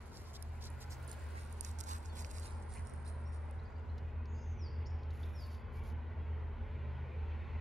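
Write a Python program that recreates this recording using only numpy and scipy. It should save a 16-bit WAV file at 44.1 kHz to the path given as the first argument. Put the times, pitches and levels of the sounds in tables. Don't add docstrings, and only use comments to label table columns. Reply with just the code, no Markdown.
import sys
import numpy as np
from scipy import signal
from scipy.fft import rfft, irfft, next_fast_len
from scipy.io import wavfile
from scipy.ndimage import uniform_filter1d, map_coordinates

SR = 44100
rng = np.random.default_rng(int(sys.argv[2]) if len(sys.argv) > 2 else 0)


def store_pcm(level_fs):
    pcm = np.round(np.clip(level_fs, -1, 1) * 32767).astype(np.int16)
    wavfile.write(sys.argv[1], SR, np.atleast_2d(pcm).T)


N = 335292


def amp(db):
    return 10 ** (np.asarray(db) / 20)


def unit(x):
    return x / np.sqrt(np.mean(x ** 2) + 1e-20)


def along(points, hz):
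    f, v = np.transpose(points)
    return np.interp(np.log(hz + 1), np.log(f + 1), v)


def curves(rows):
    s, *cols = np.transpose(rows)
    return [np.interp(np.arange(N) / SR, s, c) for c in cols]


def wobble(rate):
    knots = rng.standard_normal(int(N * rate / SR) + 4)
    return map_coordinates(knots, [np.arange(N) * rate / SR])


def coloured(x, points):
    m = 2 * next_fast_len(N // 2 + 8192)
    gain = amp(along(points, np.fft.rfftfreq(m, 1 / SR)))
    cepstrum = irfft(np.log(gain))
    fold = 1 + np.sign(m // 2 - np.arange(m))
    fold[0] = 1
    response = np.exp(rfft(cepstrum * fold))
    return irfft(rfft(x, m) * response, m)[..., :N]


def add(track, s, sound):
    part = track[..., max(round(s * SR), 0):][..., :sound.shape[-1]]
    part += sound[..., :part.shape[-1]]


def patchy(x, depth_db, size):
    z = signal.stft(x, nperseg=size)[2]
    field = rng.standard_normal(z.shape[1:])
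    field = uniform_filter1d(field, size=3, axis=0)
    field = uniform_filter1d(field, size=6, axis=1)
    return signal.istft(z * amp(depth_db * unit(field)), nperseg=size)[1][:, :N]


def strokes(rows):
    press = np.zeros(N)
    for s, length, db in rows:
        u = np.linspace(0, 1, max(int(length * SR), 2))
        add(press, s, amp(db) * np.abs(np.sin(np.pi * u ** .75)) ** 1.2)
    return press


def grains(rate, spread_db, scatter_s):
    draws = rng.random((int(rate * N / SR), 4))
    rarity = np.minimum(-np.log(1 - draws[:, 1]), 4)
    size = amp(spread_db * rarity) * np.sign(draws[:, 2] - .5)
    right = draws[:, 0] * N
    left = right + SR * scatter_s * (2 * draws[:, 3] - 1)
    return unit(np.array([np.bincount(at.astype(int) % N, size, N) for at in (left, right)]))


def crack(t60, shape, hz=1):
    t = np.arange(SR // 20) / SR
    decay = amp(-60 * t / max(t60, .002)) + amp(-30 - 60 * t / 0.1)
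    burst = rng.choice([-1, 1], len(t)) * decay
    burst[:int(.0007 * SR)] *= 2.2
    f = np.fft.rfftfreq(len(t), 1 / SR)
    gain = amp(along([(k * hz, db) for k, db in shape], f))
    rung = irfft(rfft(np.roll(burst, 16)) * gain, len(t))
    return rung / np.abs(rung).max()


# pitch_hz [Hz], side_gain_db [dB]
AIR_SPREAD = [(60, -2), (150, -8), (380, -2.5), (700, -1.5), (1300, -3), (2400, -5), (4400, -29.5),
              (8000, 9.5)]


def rush(spectrum, side_db, patchy_db):
    noise = patchy(rng.standard_normal((2, N)), patchy_db, size=2048)
    mid, side = unit(coloured(noise, spectrum))
    side = amp(side_db) * coloured(side, AIR_SPREAD)
    return np.array([mid + side, mid - side])


def engine(firing_hz, orders, drift_hz, fade_db):
    rate_hz = firing_hz + drift_hz * wobble(3)
    phase = 2 * np.pi * (np.cumsum(rate_hz) / SR + rng.random())
    return np.sqrt(2) * sum(amp(db + fade_db * wobble(5.5)) * np.sin(k * phase) for k, db in orders)


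# time_s [s], level_db [dB]
ENGINES_LEVEL = [(0, -50), (2.3, -46.5), (3, -44), (3.5, -46), (4.2, -42), (5.6, -42.5), (6.6, -42),
                 (7.6, -42.5)]
# [dB, relative]
NEARER_ORDERS = [(1, -0.5), (3, -23), (4, -32), (5, -31.5), (5.5, -29), (7.5, -34)]
# [dB, relative]
SECOND_ORDERS = [(1, -13.5), (2, -11.5)]
# time_s [s], level_db [dB]
SECOND_THIRD_LEVEL = [(0, -65), (.6, -58), (1.5, -63.5), (2.3, -67.5), (2.9, -56.5), (3.6, -65),
                      (4.4, -54.5), (5, -61), (6.2, -63), (6.95, -52.5), (7.2, -64.5)]
# [dB per Hz, relative]
EXHAUST_SPECTRUM = [(200, -24), (330, 8), (420, 16), (560, 5), (800, -42.5)]
NEARER_HZ, SECOND_HZ = 78.4, 42.37
EXHAUST_DB = -23.5


def engines():
    level_db, = curves(ENGINES_LEVEL)
    third_db, = curves(SECOND_THIRD_LEVEL)
    nearer = engine(NEARER_HZ, NEARER_ORDERS, drift_hz=0.14, fade_db=1.5)
    second = engine(SECOND_HZ, SECOND_ORDERS, drift_hz=0.48, fade_db=4.5)
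    third = engine(SECOND_HZ, [(3, 0.0065)], drift_hz=0.43, fade_db=3.0)
    exhaust = rush(EXHAUST_SPECTRUM, side_db=-8.0, patchy_db=2.5)
    exhaust = amp(EXHAUST_DB + 2.3 * wobble(8)) * exhaust
    return amp(level_db) * (nearer + second + exhaust) + amp(third_db) * third


# [dB per Hz, relative]
RUMBLE_SPECTRUM = [(20, -39.5), (31, -16), (37, -14), (45, -4), (58, 2), (68, 3.5), (83, 7), (97, -3.5),
                   (125, -8), (150, -10.5), (185, -16), (224, -8), (255, -16), (400, -67.5)]
WASH_SPECTRUM = [(120, -23), (280, -0.5), (420, 0), (600, -0.5), (730, -3), (870, 1.5), (1060, -1),
                 (1220, -7.5), (1430, -3), (1700, -9), (2200, -15), (3500, -79)]
TREES_SPECTRUM = [(1300, -28), (1900, 5), (2400, 3), (3000, -3), (3500, -8.5), (4300, -14), (5200, -22.5),
                  (7000, -28.5), (12000, -65), (15500, -46)]
GUST_RUSH_SPECTRUM = [(1100, -30), (1380, -3), (1540, 0), (1700, -9), (2100, -30)]
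AROUND_SPECTRUM = [(1200, -21.5), (2500, -1), (3400, -4), (4600, -2), (7000, -13), (14000, -33.5)]
# [dB, before each layer's offset]
AIR_WIDTH = [(3.5, -5.5), (4.5, -8.5)]
# time_s [s], level_db [dB]
WASH_LEVEL = [(0, -60), (1.1, -60), (2.6, -57.5), (4.5, -60.5), (7.6, -58.5)]
# time_s [s], level_db [dB]
TREES_LEVEL = [(0, -72.5), (3.4, -72), (5, -68.5), (6.7, -67.5), (7.6, -63.5)]
# time_s [s], level_db [dB]
AROUND_LEVEL = [(0, -72), (.6, -75), (1.2, -70), (2.6, -76), (3.9, -82.5), (4.5, -100)]
GUST_S, GUST_WIDTH_S = 1.1, 0.35
WIND_DB, WIND_DB_PER_S = -53, 0.67


def air():
    t = np.arange(N) / SR
    wash_db, = curves(WASH_LEVEL)
    trees_db, = curves(TREES_LEVEL)
    around_db, = curves(AROUND_LEVEL)
    side_db, = curves(AIR_WIDTH)
    gust = np.exp(-((t - GUST_S) / GUST_WIDTH_S) ** 2)
    rumble = amp(WIND_DB + WIND_DB_PER_S * t) * rush(RUMBLE_SPECTRUM, side_db + 1.0, patchy_db=2.0)
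    wash_db = wash_db + 2.3 * gust + 0.21 * wobble(12)
    wash = amp(wash_db) * rush(WASH_SPECTRUM, side_db + 4.0, patchy_db=2)
    trees_db = trees_db + 6 * gust + 0.45 * wobble(7)
    trees = amp(trees_db) * rush(TREES_SPECTRUM, side_db + 0.5, patchy_db=3.0)
    gust_rush = amp(-66) * gust * rush(GUST_RUSH_SPECTRUM, side_db, patchy_db=5.0)
    around = amp(around_db) * unit(coloured(rng.standard_normal((2, N)), AROUND_SPECTRUM))
    return rumble + wash + trees + gust_rush + around


# lowest_hz, highest_hz [Hz]
BLADE_RANGE = (1800, 14000)
BLADE_Q, BLADES_PER_S = 6, 420


def blades():
    total = np.zeros((2, N))
    for hz in np.geomspace(*BLADE_RANGE, 14):
        breaks = grains(rate=BLADES_PER_S, spread_db=3.2, scatter_s=.00003)
        total += signal.lfilter(*signal.iirpeak(hz, BLADE_Q, SR), breaks)
    return unit(total)


# start_s [s], peak_db [dB, before microphone and port gains], pitch_hz [Hz]
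STALK_SNAPS = [(0.171, -44, 6000), (0.333, -50, 7000), (0.4245, -36, 11500), (0.426, -40.5, 5500),
               (0.7022, -47.5, 10000), (1.028, -54, 11000), (1.078, -43, 9900), (1.1147, -36, 8000),
               (1.526, -44, 9800), (1.6088, -28.5, 8250), (1.648, -31, 6950), (1.7135, -42, 7500),
               (1.7875, -39.5, 7000), (1.7945, -42, 7000), (1.8046, -31.5, 8400), (1.8093, -30, 7660),
               (1.838, -39, 6600), (1.983, -45, 9500), (2.058, -41.5, 6660), (2.2466, -39, 5700),
               (2.2472, -38, 2690), (2.3126, -39, 7800), (2.3832, -41, 6000), (2.397, -37.5, 8600),
               (2.625, -52, 7950), (2.871, -45.5, 8600), (2.8965, -49.5, 9100), (2.937, -49, 9300),
               (3.51, -51, 8800)]
# [dB, relative]
SNAP_SPECTRUM = [(.15, -16), (.45, -20), (.75, -2.5), (1, 3.5), (1.25, -7), (1.7, -16), (2.5, -31)]
# pitch_hz [Hz], gain_db [dB]
MIC_ROLL_OFF = [(12000, 0), (13500, -3), (15000, -14)]


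def stalk_snaps():
    snaps = np.zeros(N)
    for s, db, hz in STALK_SNAPS:
        add(snaps, s, amp(db) * crack(t60=0.009, shape=SNAP_SPECTRUM, hz=hz))
    return coloured(snaps, MIC_ROLL_OFF)


def frost_crunch():
    fine = grains(rate=16000, spread_db=3, scatter_s=.00005)
    crush = .75 * fine + blades()
    return unit(patchy(crush * amp(1.5 * wobble(260)), depth_db=2.5, size=512))


# [dB, soft blades]
PAW_FALLS = [(0.108, 0.14, -65.5, -65), (0.237, 0.097, -75, -64.5), (0.333, 0.023, -59, -61.5),
             (0.349, 0.029, -59.5, -55), (0.604, 0.061, -61.5, -60), (0.637, 0.057, -60, -57),
             (0.8, 0.053, -60, -59), (0.897, 0.062, -58, -61), (1.074, 0.081, -57.5, -82),
             (1.342, 0.12, -63.5, -68), (1.62, 0.11, -54.5, -65.5), (1.783, 0.035, -51.5, -66),
             (1.83, 0.026, -56.5, -72), (1.855, 0.13, -48.5, -59), (2.148, 0.093, -47.5, -66),
             (2.322, 0.1, -53, -69), (2.423, 0.083, -53, -70), (2.686, 0.15, -56, -81.5),
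             (2.84, 0.12, -69, -77), (3.041, 0.092, -59.5, -72), (3.313, 0.085, -64.5, -76)]
# [dB, before a fixed lift]
LEG_BRUSH = [(0, -75), (.2, -71), (.5, -75.5), (.95, -73), (1.25, -71), (2.0, -64.5), (2.42, -56.5),
             (2.62, -68), (3.4, -76), (4.1, -79), (4.4, -110)]
# start_s [s], length_s [s], level_db [dB]
TURF_SCUFFS = [(1.645, 0.025, -63), (1.875, 0.12, -62.5), (2.745, 0.075, -62.5), (4.79, .06, -65)]
# pitch_hz [Hz], gain_db [dB]
FROST_COLOUR = [(300, -12), (1200, -15), (2300, -3), (3200, -7), (4200, 1), (5400, -3), (6500, -2),
                (7500, 3.5), (8500, -12), (10500, -5), (13000, -5), (15500, -28.5)]
# [dB, relative]
SWISH_COLOUR = [(1500, -18), (2800, -12), (3800, 0), (5500, 2.5), (7000, -10), (10000, -23)]
# [dB, relative]
TURF_COLOUR = [(200, 3), (500, 0), (900, -10), (1500, 10), (2300, 13.5), (2900, 10), (3800, -6),
               (7000, -23), (14000, -28)]
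# pitch_hz [Hz], gain_db [dB]
BEHIND_CAMERA = [(1000, 8.5), (3500, -8.5), (5500, -7), (7500, -12), (10000, -5.5), (13000, -31),
                 (15500, -24.5)]
# pitch_hz [Hz], gain_db [dB]
PORT_COLOUR = [(6500, -40.5), (7700, -35), (8400, -2.5), (9300, 2), (10200, -4), (11200, -26.5),
               (12500, -35.5)]
# time_s [s], gain_db [dB]
PORT_RING_LEVEL = [(.95, 1), (1.25, 7), (2.2, -2), (3.1, 7.5), (3.5, 2.5), (3.75, -16)]
# [dB, before SNAP_DB]
SNAP_LEFT_LEVEL = [(2.3, -3), (2.9, -9)]
# time_s [s], delay_s [s]
PORT_LAG = [(.8, .0001), (1.5, .00034), (2.4, .00036), (2.9, -.00016)]
PASS_S, PASS_TIME_S = 1.85, 0.5
STEP_DB, SCUFF_DB = 3.5, -28
SPRING_BACK_S, SPRING_BACK_DB = 0.13, -12
SNAP_DB, SNAP_PORT_DB = -2.5, 2.5


def paws():
    t = np.arange(N) / SR
    brush_db, = curves(LEG_BRUSH)
    port_db, = curves(PORT_RING_LEVEL)
    snap_left_db, = curves(SNAP_LEFT_LEVEL)
    lag_s, = curves(PORT_LAG)
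    shaded = 1 / (1 + np.exp((PASS_S - t) / PASS_TIME_S))
    snaps = stalk_snaps()
    crunch = frost_crunch()

    press = strokes([(s, length, db) for s, length, db, _ in PAW_FALLS])
    sweep = strokes([(s, length, db) for s, length, _, db in PAW_FALLS])
    keep = np.exp(-1 / (SPRING_BACK_S * SR))
    spring_back = amp(SPRING_BACK_DB) * signal.lfilter([1 - keep], [1, -keep], press)
    catching = amp(2.5 * wobble(45))
    brushing = amp(brush_db + 3.5) * catching
    frost = crunch * np.hypot(amp(STEP_DB) * (press + spring_back), brushing)

    direct = coloured(frost, FROST_COLOUR) * amp([[-1], [1]])
    behind = coloured(direct, BEHIND_CAMERA)
    swish = unit(coloured(blades(), SWISH_COLOUR)) * sweep
    left, right = (1 - shaded) * direct + shaded * behind + swish
    left = left + amp(SNAP_DB + snap_left_db) * snaps
    left = map_coordinates(left, [(t - lag_s) * SR], order=5)
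    port_ring = coloured(frost[0] + amp(SNAP_PORT_DB) * snaps, PORT_COLOUR)
    right = right + amp(SNAP_DB + 4.5) * snaps + amp(port_db) * port_ring

    turf = crunch[1] + amp(-4.0) * rng.standard_normal((2, N))
    scuff_press = strokes(TURF_SCUFFS) + amp(SCUFF_DB) * press
    scuffs = unit(coloured(turf, TURF_COLOUR)) * scuff_press
    return np.array([left, right]) + scuffs


# [dB, before the port gains]
FINGER_RUBS = [(1.321, 0.089, 650, 1314, -53), (1.346, 0.065, 1600, 2410, -56),
               (1.855, 0.14, 850, 1315, -47), (2.76, 0.033, 650, 700, -55), (2.92, 0.031, 300, 90, -50)]
RUB_KNOTS_PER_S = 600


def handling():
    case = np.zeros(N)
    for s, length, first_hz, last_hz, db in FINGER_RUBS:
        hz, = curves([(s, first_hz), (s + length, last_hz)])
        phase = 2 * np.pi * np.cumsum(hz) / SR
        band = wobble(RUB_KNOTS_PER_S) * np.sin(phase) + wobble(RUB_KNOTS_PER_S) * np.cos(phase)
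        case += unit(band) * strokes([(s, length, db)])
    return case * np.array([[-.8], [1]])


GLIDE_BEND, SWELL = 1.4, 1.34
BUZZ_DEPTH_HZ, WHISTLE_DEPTH_HZ = 297, 50
FLUTTER_HZ = 110


def note(length, first_hz, last_hz, db, depth_hz, arched=False):
    u = np.linspace(0, 1, max(int(length * SR), 2))
    flutter = np.sin(2 * np.pi * FLUTTER_HZ * length * u) + .5 * wobble(460)[:len(u)]
    to_go = (1 + np.cos(np.pi * u)) / 2 if arched else 1 - u
    hz = last_hz + (first_hz - last_hz) * to_go ** GLIDE_BEND + depth_hz * flutter
    swell = np.abs(np.sin(np.pi * u ** SWELL)) ** (1 if arched else .5)
    swell = swell * signal.windows.tukey(len(u), .25)
    return amp(db + 0.4) * swell * np.sqrt(2) * np.sin(2 * np.pi * np.cumsum(hz) / SR)


# [dB, before note gain and flicker]
SIDE_WHISTLE = (2.075, .115, 3700, 3300, -69)
SIDE_LAG_S = .00013


def side_bird():
    s, *shape = SIDE_WHISTLE
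    call = note(*shape, WHISTLE_DEPTH_HZ)
    pair = np.zeros((2, N))
    add(pair[0], s + SIDE_LAG_S, call)
    add(pair[1], s, call)
    return pair * amp(2 * wobble(50))


# [dB, before note gain and flicker]
SHORT_GLIDES = [(2.089, 0.027, 4500, 4410, -66.5), (2.858, 0.02, 5140, 5650, -71),
                (3.054, 0.024, 3450, 4340, -68.5), (3.248, 0.038, 5300, 5620, -74.5),
                (3.589, 0.013, 3570, 4230, -69), (3.648, 0.015, 4340, 4920, -75),
                (3.66, 0.013, 5000, 4450, -77), (3.753, 0.018, 4380, 4800, -78),
                (3.888, 0.017, 3700, 4230, -72), (4.852, 0.024, 4020, 5700, -61),
                (4.855, 0.022, 5250, 7200, -72), (5.229, 0.013, 3160, 3780, -61.5)]
FALLING_WHISTLES = [(4.563, 0.14, 6160, 4500, -63.5), (5.326, .152, 5680, 4440, -64)]
FLUTTERING_TONES = [(4.25, 0.32, 6720, 6340, -76.5), (4.332, 0.11, 4500, 5280, -78),
                    (6.877, .06, 4170, 4320, -82)]
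CHIRPS, BUZZING_NOTES = SHORT_GLIDES[:-1], FLUTTERING_TONES[:-1]


def bird():
    song = np.zeros(N)
    for s, *shape in CHIRPS:
        add(song, s, note(*shape, WHISTLE_DEPTH_HZ))
    for s, *shape in FALLING_WHISTLES:
        add(song, s, note(*shape, WHISTLE_DEPTH_HZ, arched=True))
    for s, *shape in BUZZING_NOTES:
        add(song, s, note(*shape, BUZZ_DEPTH_HZ))
    return song * amp(1.5 * wobble(70))


# [s, time to fall by 60 dB]
WOOD_ECHO = [(500, 0.25), (3600, 0.57), (4800, 0.65), (9000, 0.25)]


def wood_edge(x):
    hz, t, z = signal.stft(rng.standard_normal((2, SR // 2)), SR, nperseg=256)
    decay = amp(-60 * t / along(WOOD_ECHO, hz)[:, None])
    mid, side = signal.istft(z * decay, SR, nperseg=256)[1]
    side = amp(-14) * side
    tail = np.array([mid + side, mid - side]) / np.linalg.norm(mid)
    return signal.fftconvolve(x[None], tail, axes=1)[:, :N]


# start_s [s], length_s [s], level_db [dB]
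RUSTLE_STROKES = [(5.09, 0.31, -72), (5.33, 0.31, -70), (5.715, 0.14, -73.5), (5.825, 0.12, -67.5)]
# [dB, relative]
RUSTLE_COLOUR = [(1500, -4), (3500, 7), (5500, 4), (7300, 1.5), (8200, -23), (9300, 3.5), (11000, 4.5),
                 (13500, 0.5), (15500, -17)]
# [dB, before a fixed cut]
DRY_TICKS = [(3.98, -53), (4.2564, -51), (5.033, -51.5), (5.1054, -51), (5.231, -52), (5.546, -51),
             (5.901, -56)]
# [dB, relative]
TICK_COLOUR = [(1000, -13), (3000, 0.5), (4300, 10.5), (6500, 0), (8200, -21), (10000, -10.5), (15000, -22)]


def rustle():
    fibres = grains(rate=7000, spread_db=3.6, scatter_s=.00003)
    fibres = fibres * amp(1.6 * wobble(170) + 1.6 * wobble(45))
    fibres = patchy(fibres, depth_db=2, size=256)
    ticks = np.zeros(N)
    for s, db in DRY_TICKS:
        add(ticks, s, amp(db - 4.0) * crack(t60=0.05, shape=TICK_COLOUR))
    return unit(coloured(fibres, RUSTLE_COLOUR)) * strokes(RUSTLE_STROKES) + ticks


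RISING_TICK, FAINT_RUSTLE = SHORT_GLIDES[-1], FLUTTERING_TONES[-1]


def tick_and_faint_rustle():
    track = np.zeros(N)
    s, *shape = RISING_TICK
    add(track, s, note(*shape, WHISTLE_DEPTH_HZ))
    s, *shape = FAINT_RUSTLE
    add(track, s, note(*shape, BUZZ_DEPTH_HZ))
    return track * amp(1.5 * wobble(70))


def scene():
    tones = bird() + tick_and_faint_rustle()
    echo = amp(-6 + 2 * wobble(90)) * wood_edge(tones)
    return engines() + air() + paws() + handling() + side_bird() + tones + echo + rustle()


TOP_HZ = 15780


def record(dry):
    m = next_fast_len(N + 8192)
    ends = signal.windows.tukey(N, .002)
    kept = np.fft.rfftfreq(m, 1 / SR) < TOP_HZ
    return irfft(rfft(dry * ends, m) * kept, m)[:, :N]


dry = scene()
out = record(dry)
store_pcm(out)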